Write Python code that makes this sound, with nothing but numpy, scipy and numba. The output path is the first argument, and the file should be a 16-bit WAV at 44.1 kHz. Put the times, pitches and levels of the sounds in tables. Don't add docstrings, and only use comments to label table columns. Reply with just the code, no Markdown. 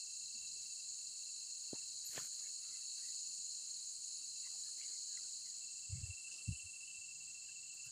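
import sys
import numpy as np
from scipy import signal
from scipy.fft import rfft, irfft, next_fast_len
from scipy.io import wavfile
from numba import njit

SR = 44100
rng = np.random.default_rng(int(sys.argv[2]) if len(sys.argv) > 2 else 0)


def dump(signal):
    limited = np.clip(np.atleast_2d(signal).T, -1, 1)
    pcm = np.round(limited * 32767).astype(np.int16)
    wavfile.write(sys.argv[1], SR, pcm)


N = 348831

# (mean wing rate [1/s], throb depth [0-1], group flicker spread [dB])
CHOIR_WINGS = [(45, .2, 1.2), (47, .15, 1.5), (21.5, .25, 1.5), (120, .1, 1.6), (129, .2, 1.6),
               (326, .3, 1.6), (60, .05, 1.6)]
# (facing level [dB], head-turned level [dB])
CHOIR_LEVELS = [(-82, -82.5), (-55, -64), (-58.5, -62.5), (-50.5, -55.5), (-55, -54.5), (-61, -65.5),
                (-79, -90)]
CHOIR_BORDERS_HZ = [2000, 3600, 4500, 6100, 7200, 8400, 10800, 17000]
# (frequency [Hz], relative density [dB])
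CHORUS_SPECTRUM = [(2600, -57), (2850, -25), (3100, -27.5), (3650, -38.5), (3950, -11), (4250, -3),
                   (4600, -7), (5150, -13.5), (6150, -15.5), (6500, -5.5), (6850, 0), (7200, -5.5),
                   (8000, -9), (8700, -14.5), (9700, -16), (10800, -30.5), (13500, -52), (15000, -38),
                   (15450, -18.5), (15520, -68), (15900, -68)]
# (time [s], chorus swell [dB], head turn [0-1], change of the 8.4-10.8 kHz choir [dB])
LISTENER_MOVES = [(0, 0, 0.12, -1), (1.6, -1, 0.02, 0), (2.2, .5, 0, 0), (2.6, -1, 0, 1), (3.1, 1.5, 0, -1),
                  (3.9, -0.5, 0.06, 0.5), (4.8, 0.5, 0, -0.5), (5.3, 1.1, 0.1, -3), (5.4, -0.5, 0, -1.5),
                  (5.9, 1, 1, -3), (6.3, -0.5, 1, 2.5), (6.8, -1.5, 1, 3.5), (7.15, -1.5, 0.78, -3.5),
                  (7.91, -1.5, 0.8, -3)]
# (time [s], median level [dB])
RUMBLE_LEVEL = [(0, -89), (.5, -84.5), (1.3, -90), (2.1, -85), (2.7, -90.5), (3.1, -84), (3.6, -89),
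                (4.2, -85.5), (4.8, -88), (5.8, -87.5), (6.6, -83.5), (7.3, -83.5), (7.91, -84)]
# (frequency [Hz], relative density [dB])
RUMBLE_SPECTRUM = [(12, -26), (20, 3), (27, -24), (47, -11.5), (64, -2), (200, -6.5), (260, -58),
                   (440, -120)]
# (frequency [Hz], relative density [dB])
HISS_SPECTRUM = [(120, -19), (200, -3.5), (350, -2.5), (460, -6.5), (800, -6.5), (1880, -9), (2500, -4),
                 (4000, -5), (15500, -12)]
# (frequency [Hz], relative density [dB])
OPPOSED_HISS_SPECTRUM = [(12, -37), (20, -13), (59, -1.5), (1130, -10), (2410, -7), (2690, -6), (3460, -14),
                         (3970, -25), (6030, -19), (6560, -51), (7750, -52), (8430, -19.5), (9960, 2.5),
                         (11400, -18), (15600, -8.5)]
# (first chirp [s], last chirp [s])
CRICKET_RUNS = [(0.005, 1.832), (1.898, 2.469), (2.552, 3.595), (3.665, 5.492), (5.55, 7.161),
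                (7.211, 7.849)]
# (time [s], level [dB])
CRICKET_LEVEL = [(0, -65), (.45, -63), (1.0, -68), (1.4, -68), (1.6, -68.5), (1.8, -61), (2.0, -81),
                 (2.45, -70), (3.0, -67), (3.45, -71), (3.8, -78), (4.1, -76.5), (4.5, -68.5), (4.95, -93),
                 (5.2, -72), (5.5, -85), (5.6, -62), (5.92, -63), (6.1, -52), (6.95, -52.5), (7.2, -55.5),
                 (7.91, -54.5)]
# (delay [s], gain [dB])
BANK_ECHOES = [(0.012, -15), (0.024, -18.5), (.041, -17.5), (.063, -35)]
# (centre time [s], peak level [dB], frequency [Hz], bell length [cycles])
BUMP_EVENTS = [(0.359, -67.5, 230, 6.0), (0.566, -73.5, 395, 8.4), (1.7333, -38, 292, 1.42),
               (1.7329, -41, 520, 1.5), (1.741, -55.5, 150, 1.4), (2.097, -68, 110, 1.1),
               (2.179, -39, 550, 1.35), (2.183, -52.5, 139, 2.6), (2.222, -65, 142, 3.9),
               (5.904, -46, 97, 1.8), (5.935, -36.5, 96.4, 2.4), (5.956, -45, 140, 2.1),
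               (5.979, -47.5, 132, 5.1), (5.999, -50, 85, 3.2), (6.017, -48.5, 122, 0.7),
               (6.04, -38, 94.6, 1.94), (6.068, -56, 85, 3.2), (6.103, -43, 89, 2.6), (6.14, -66, 70, 1.8),
               (6.483, -40.5, 125, 1.6), (6.488, -48, 238, 2.9), (6.4928, -30.5, 114, 1.36),
               (6.512, -38, 118, 2.1), (6.525, -42, 79, 2.1), (6.525, -59, 246, 3.2), (6.552, -58, 70, 2.2),
               (6.659, -57.5, 87, 3.0), (6.992, -72, 84.6, 2.5), (7.876, -62.5, 125, 3.6)]
# (middle [s], level [dB], mean frequency [Hz], length [s])
SQUEAK_EVENTS = [(1.73, -68, 3270, 0.022), (1.758, -68, 920, 0.048), (2.056, -54.5, 11700, .024),
                 (2.068, -48, 12480, 0.025), (2.12, -70, 1810, 0.05), (2.195, -59.5, 1030, 0.043),
                 (2.231, -64, 1475, .083), (2.273, -73, 1510, .051), (2.46, -67, 2210, .06),
                 (2.46, -74, 1710, .12), (2.7, -79.5, 1360, .2), (2.742, -70.5, 2060, 0.1),
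                 (3.043, -71, 1915, .079), (3.097, -71, 1975, 0.09), (4.463, -64.5, 2017, .058),
                 (4.471, -69, 1070, .025), (4.555, -71, 770, .045), (4.67, -75.5, 1730, 0.11),
                 (4.799, -68, 2080, .04), (4.831, -61, 2200, .021), (4.833, -61, 2835, 0.043),
                 (4.83, -69, 3280, .04), (4.852, -64, 2165, .05), (5.186, -73, 1400, .042),
                 (5.472, -70, 2020, 0.049), (5.962, -72, 2190, 0.099), (7.49, -71, 1635, .039),
                 (7.746, -66, 14700, .02), (7.858, -70, 14700, .024), (7.864, -55, 9600, 0.018)]
# (start [s], length [s], body level [dB], low level [dB], top level [dB])
RUB_EVENTS = [(1.723, 0.057, -78, -63.5, -80), (1.77, .07, -79, -82, -85), (2.308, 0.22, -78, -82, -78),
              (2.599, .28, -80, -88.5, -84), (2.961, 0.19, -79, -85.5, -79), (4.408, 0.31, -81.5, -89, -84),
              (4.754, .22, -75.5, -80, -86), (5.096, .2, -78.5, -82.5, -88), (5.416, .12, -84, -92, -79),
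              (5.897, .25, -79.5, -79, -89), (6.284, 0.19, -80.5, -80, -84), (7.725, 0.053, -88, -81, -79),
              (7.838, 0.071, -81, -86, -77)]
# (time [s], body level [dB], low level [dB], top level [dB])
SCRAPE_LEVELS = [(2.04, -75, -93, -76), (2.06, -78, -82, -65), (2.12, -70, -79, -63),
                 (2.155, -55, -60, -62), (2.175, -49.5, -60, -61), (2.2, -60, -67, -61),
                 (2.23, -64, -70, -66), (2.275, -68.5, -75.5, -63)]
# (start [s], length [s], level [dB])
SWISH_EVENTS = [(2.123, .14, -58.5), (6.297, .12, -59.5)]
# (time [s], level [dB], ring frequency [Hz], ring t60 [s], crack re level [dB])
CLICK_EVENTS = [(2.1785, -38.5, 1790, 0.022, -2), (2.2, -45, 1370, 0.016, -9),
                (2.2205, -62, 1600, .011, -3), (4.473, -52, 2000, 0.013, -35),
                (4.813, -42.5, 2300, 0.0087, -27), (5.1738, -48.5, 2010, 0.026, -32)]
# (start [s], length [s], mid-call level [dB])
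RASP_CALLS = [(6.239, .2, -69), (6.46, 0.21, -66.5), (6.777, 0.22, -69), (6.996, .11, -74),
              (7.206, 0.068, -75), (7.417, .19, -72), (7.64, .12, -70), (7.78, 0.14, -71)]

BAND_PER_GROUP_HZ, OVERLAP_HZ = 130.3, 250
CRICKET_HZ, CRICKET_FALL_HZ = 2694, 34.4
CHIRP_PERIOD_S, STROKE_S, STROKE_GAP_S = .0702, .023, .025
CLEAR_DB, UNEVEN_DB, UNEVEN_DB_PER_DB = -55, 1.23, .1347
FAR_CRICKETS_DB, FAR_POLE_WIDTH_HZ = -85, 90
HISS_DB, OPPOSED_HISS_DB = -75.5, -82
RASP_START_HZ, RASP_RISE_HZ_PER_S, TEETH_PER_S = 2833, 1000, 600
RUB_ATTACK_S, RUB_RELEASE_S, RUB_UNEVEN_DB, FIBRES_PER_S = .02, .04, 2, 7000
GLIDE_SHARE = .032
FAINT_PER_RUB, FAINT_RE_BODY_DB, FAINT_MEAN_S = 3, 2, .06
FAINT_LOW_HZ, FAINT_HIGH_HZ = 1205, 2315
STOPBAND_HZ = 15700


def from_db(db):
    return 10 ** (np.asarray(db) / 20)


def rms_one(x):
    return x / np.sqrt(np.mean(x ** 2) + 1e-30)


def in_time(rows):
    time_s, *columns = np.transpose(rows)
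    return [np.interp(np.arange(N) / SR, time_s, column) for column in columns]


def colour(points, size):
    hz, db = np.transpose(points)
    grid_hz = np.arange(size // 2 + 1) * SR / size
    return from_db(np.interp(np.log(grid_hz + 1), np.log(hz), db, left=-200, right=-200))


def drift(pole_hz):
    step = 40
    r = np.exp(-2 * np.pi * pole_hz * step / SR)
    draws = rng.standard_normal(N // step + 2002)
    slow = rms_one(signal.lfilter([1], [1, -2 * r, r * r], draws)[2000:])
    return np.interp(np.arange(N) / step, np.arange(len(slow)), slow)


def noise(points):
    size = next_fast_len(N)
    spectrum = rfft(rng.standard_normal(size)) * colour(points, size)
    return rms_one(irfft(spectrum, size)[:N])


def band(low_hz, high_hz, x):
    sos = signal.butter(2, [low_hz, high_hz], "band", fs=SR, output="sos")
    return rms_one(signal.sosfilt(sos, x))


def add(out, start_s, sound):
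    i = round(start_s * SR)
    sound = sound[max(-i, 0):N - i]
    out[max(i, 0):max(i, 0) + len(sound)] += sound


@njit
def moving_resonance(x, hz, r, sr):
    y = np.zeros(len(x))
    for i in range(2, len(x)):
        y[i] = x[i] + 2 * r * np.cos(2 * np.pi * hz[i] / sr) * y[i - 1] - r * r * y[i - 2]
    return y


def resonance(x, hz, pole_width_hz):
    r = np.exp(-np.pi * pole_width_hz / SR)
    once = moving_resonance(x, hz, r, float(SR))
    return rms_one(moving_resonance(once, hz, r, float(SR)))


def choir(song, low_hz, high_hz, wing_per_s, depth, flicker_db, groups=6):
    size = 2 * (len(song) - 1)
    hz = np.arange(len(song)) * SR / size
    rise, fall = [np.clip((hz - edge) / (2 * OVERLAP_HZ) + .5, 0, 1) for edge in (low_hz, high_hz)]
    share = song * np.sqrt(rise * (1 - fall))
    group = (hz // BAND_PER_GROUP_HZ) % groups
    phase = 2 * np.pi * wing_per_s * np.cumsum(1 + .0196 * drift(.504)) / SR
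    crowd = np.zeros(N)
    for k in range(groups):
        voices = irfft(share * (group == k), size)[:N]
        crowd += from_db(flicker_db * drift(8.5)) * voices
    return rms_one(crowd * (1 + np.clip(depth, 0, 1) * np.sin(phase)))


def chorus():
    size, out = 2 * next_fast_len(N // 2 + 1), np.zeros(N)
    swell_db, turn, treble_db = in_time(LISTENER_MOVES)
    turn = np.clip(turn, 0, 1)
    for k, (facing_db, turned_db) in enumerate(CHOIR_LEVELS):
        level_db = facing_db + swell_db + turn * (turned_db - facing_db)
        if k == 5:
            level_db = level_db + treble_db
        song = rfft(rng.standard_normal(size)) * colour(CHORUS_SPECTRUM, size)
        out += from_db(level_db) * choir(song, *CHOIR_BORDERS_HZ[k:k + 2], *CHOIR_WINGS[k])
    return out


def far_crickets():
    tone = resonance(rng.standard_normal(N), np.full(N, float(CRICKET_HZ)), FAR_POLE_WIDTH_HZ)
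    return from_db(FAR_CRICKETS_DB + 4.4 * drift(2.2)) * tone


def night_rumble():
    level_db, = in_time(RUMBLE_LEVEL)
    return from_db(level_db + 2.1 * drift(2.48)) * noise(RUMBLE_SPECTRUM)


def microphone_hiss():
    return from_db(HISS_DB + 1.0 * drift(11)) * noise(HISS_SPECTRUM)


def opposed_hiss():
    return from_db(OPPOSED_HISS_DB) * noise(OPPOSED_HISS_SPECTRUM) * [[1], [-1]]


def cricket():
    out, t = np.zeros(N), np.arange(round(STROKE_S * SR)) / SR
    runs = [np.linspace(a, b, round((b - a) / CHIRP_PERIOD_S) + 1) for a, b in CRICKET_RUNS]
    starts_s = np.concatenate(runs)
    cut_short = np.diff(starts_s, append=np.inf) < .8 * CHIRP_PERIOD_S
    envelope = np.sin(np.pi * t / STROKE_S) ** .96
    for start_s, cut in zip(starts_s, cut_short):
        level_db = np.interp(start_s, *np.transpose(CRICKET_LEVEL))
        uneven_db = UNEVEN_DB + UNEVEN_DB_PER_DB * max(CLEAR_DB - level_db, 0)
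        for k in range(2 - cut):
            pitch_luck, phase_luck, level_luck = rng.standard_normal(3)
            hz = CRICKET_HZ + 8 * pitch_luck - CRICKET_FALL_HZ * (t / STROKE_S - .5)
            tone = np.sin(2 * np.pi * np.cumsum(hz) / SR + 3 * phase_luck)
            gain = from_db(level_db + uneven_db * level_luck)
            add(out, start_s + k * STROKE_GAP_S - STROKE_S / 2, gain * envelope * tone)
    wet = out.copy()
    for delay_s, gain_db in BANK_ECHOES:
        add(wet, delay_s, from_db(gain_db) * out)
    return wet


def bumps():
    out = np.zeros(N)
    for centre_s, peak_db, hz, cycles in BUMP_EVENTS:
        half = round(cycles / hz * SR)
        t = np.arange(-half, half) / SR
        bell = np.exp(-(2.35 * t * hz / cycles) ** 2)
        add(out, centre_s + t[0], -from_db(peak_db) * bell * np.cos(2 * np.pi * hz * t))
    return out


def faint_creaks():
    rows = []
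    for start_s, length_s, body_db, *_ in RUB_EVENTS:
        for when, pitch, span in rng.random((FAINT_PER_RUB, 3)):
            hz = FAINT_LOW_HZ + pitch * (FAINT_HIGH_HZ - FAINT_LOW_HZ)
            middle_s = start_s + when * length_s
            rows.append((middle_s, body_db + FAINT_RE_BODY_DB, hz, FAINT_MEAN_S * (.5 + span)))
    return rows


def squeaks():
    out, size = np.zeros(N), round(.2 * SR)
    rows = list(SQUEAK_EVENTS) + faint_creaks()
    low_pass = signal.butter(2, 110, fs=SR, output="sos")
    slow = rms_one(signal.sosfilt(low_pass, rng.standard_normal((len(rows), 2, 2 * size))))
    slides = rng.uniform(-GLIDE_SHARE, GLIDE_SHARE, len(rows))
    for (middle_s, level_db, hz, length_s), (a, b), slide in zip(rows, slow[..., size:], slides):
        n = min(round(length_s * SR), size)
        phase = 2 * np.pi * np.cumsum(hz * np.linspace(1 - slide, 1 + slide, n)) / SR
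        rough = a[:n] * np.sin(phase) + b[:n] * np.cos(phase)
        sound = .6 * np.sin(phase) + .5 * rough
        add(out, middle_s - length_s / 2, from_db(level_db) * np.hanning(n) ** .7 * sound)
    return out


def stroke(start_s, length_s):
    t = np.arange(N) / SR
    rise = (t - start_s) / RUB_ATTACK_S
    fall = (start_s + length_s - t) / RUB_RELEASE_S
    return np.clip(np.minimum(rise, fall), 0, 1)


def rubbing():
    before = (SCRAPE_LEVELS[0][0] - .01, -120, -120, -120)
    after = (SCRAPE_LEVELS[-1][0] + .01, -120, -120, -120)
    gains = from_db(in_time([before, *SCRAPE_LEVELS, after]))
    uneven = from_db(RUB_UNEVEN_DB * np.array([drift(19) for _ in gains]))
    for start_s, length_s, *levels_db in RUB_EVENTS:
        gains = gains + from_db(levels_db)[:, None] * stroke(start_s, length_s) * uneven
    slips = (rng.random(N) < FIBRES_PER_S / SR) * rng.laplace(0, 1, N)
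    body, low, top = band(960, 3670, slips), band(180, 1140, slips), band(8700, 14000, slips)
    swish_gain = sum(from_db(db) * stroke(start_s, length_s) for start_s, length_s, db in SWISH_EVENTS)
    swish = swish_gain * band(4200, 6300, slips)
    return swish + gains[0] * body + gains[1] * low + gains[2] * top


def clicks():
    out, t = np.zeros(N), np.arange(round(.05 * SR)) / SR
    crack = (1 - t / .0002) * np.exp(-t / .0002)
    onset = 1 - np.exp(-t / .00062)
    for time_s, level_db, hz, t60_s, crack_db in CLICK_EVENTS:
        ring = np.sin(2 * np.pi * hz * t) * from_db(-60 * t / t60_s) * onset
        add(out, time_s, from_db(level_db) * (ring + from_db(crack_db) * crack))
    return out


def rasp():
    gain, rise_hz = np.zeros(N), np.zeros(N)
    for start_s, length_s, level_db in RASP_CALLS:
        t = np.arange(round(length_s * SR)) / SR
        add(gain, start_s, from_db(level_db) * np.sin(np.pi * t / length_s))
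        add(rise_hz, start_s, RASP_RISE_HZ_PER_S * t)
    teeth = (rng.random(N) < TEETH_PER_S / SR) * rng.standard_normal(N)
    return gain * resonance(teeth, RASP_START_HZ + rise_hz, pole_width_hz=160)


def scene():
    insects = chorus() + far_crickets() + cricket() + rasp()
    handling = bumps() + squeaks() + rubbing() + clicks()
    air = night_rumble() + microphone_hiss()
    return insects + handling + air + opposed_hiss()


def record(dry):
    return signal.sosfilt(signal.cheby2(24, 60, STOPBAND_HZ, fs=SR, output="sos"), dry)


dry = scene()
out = record(dry)
dump(out)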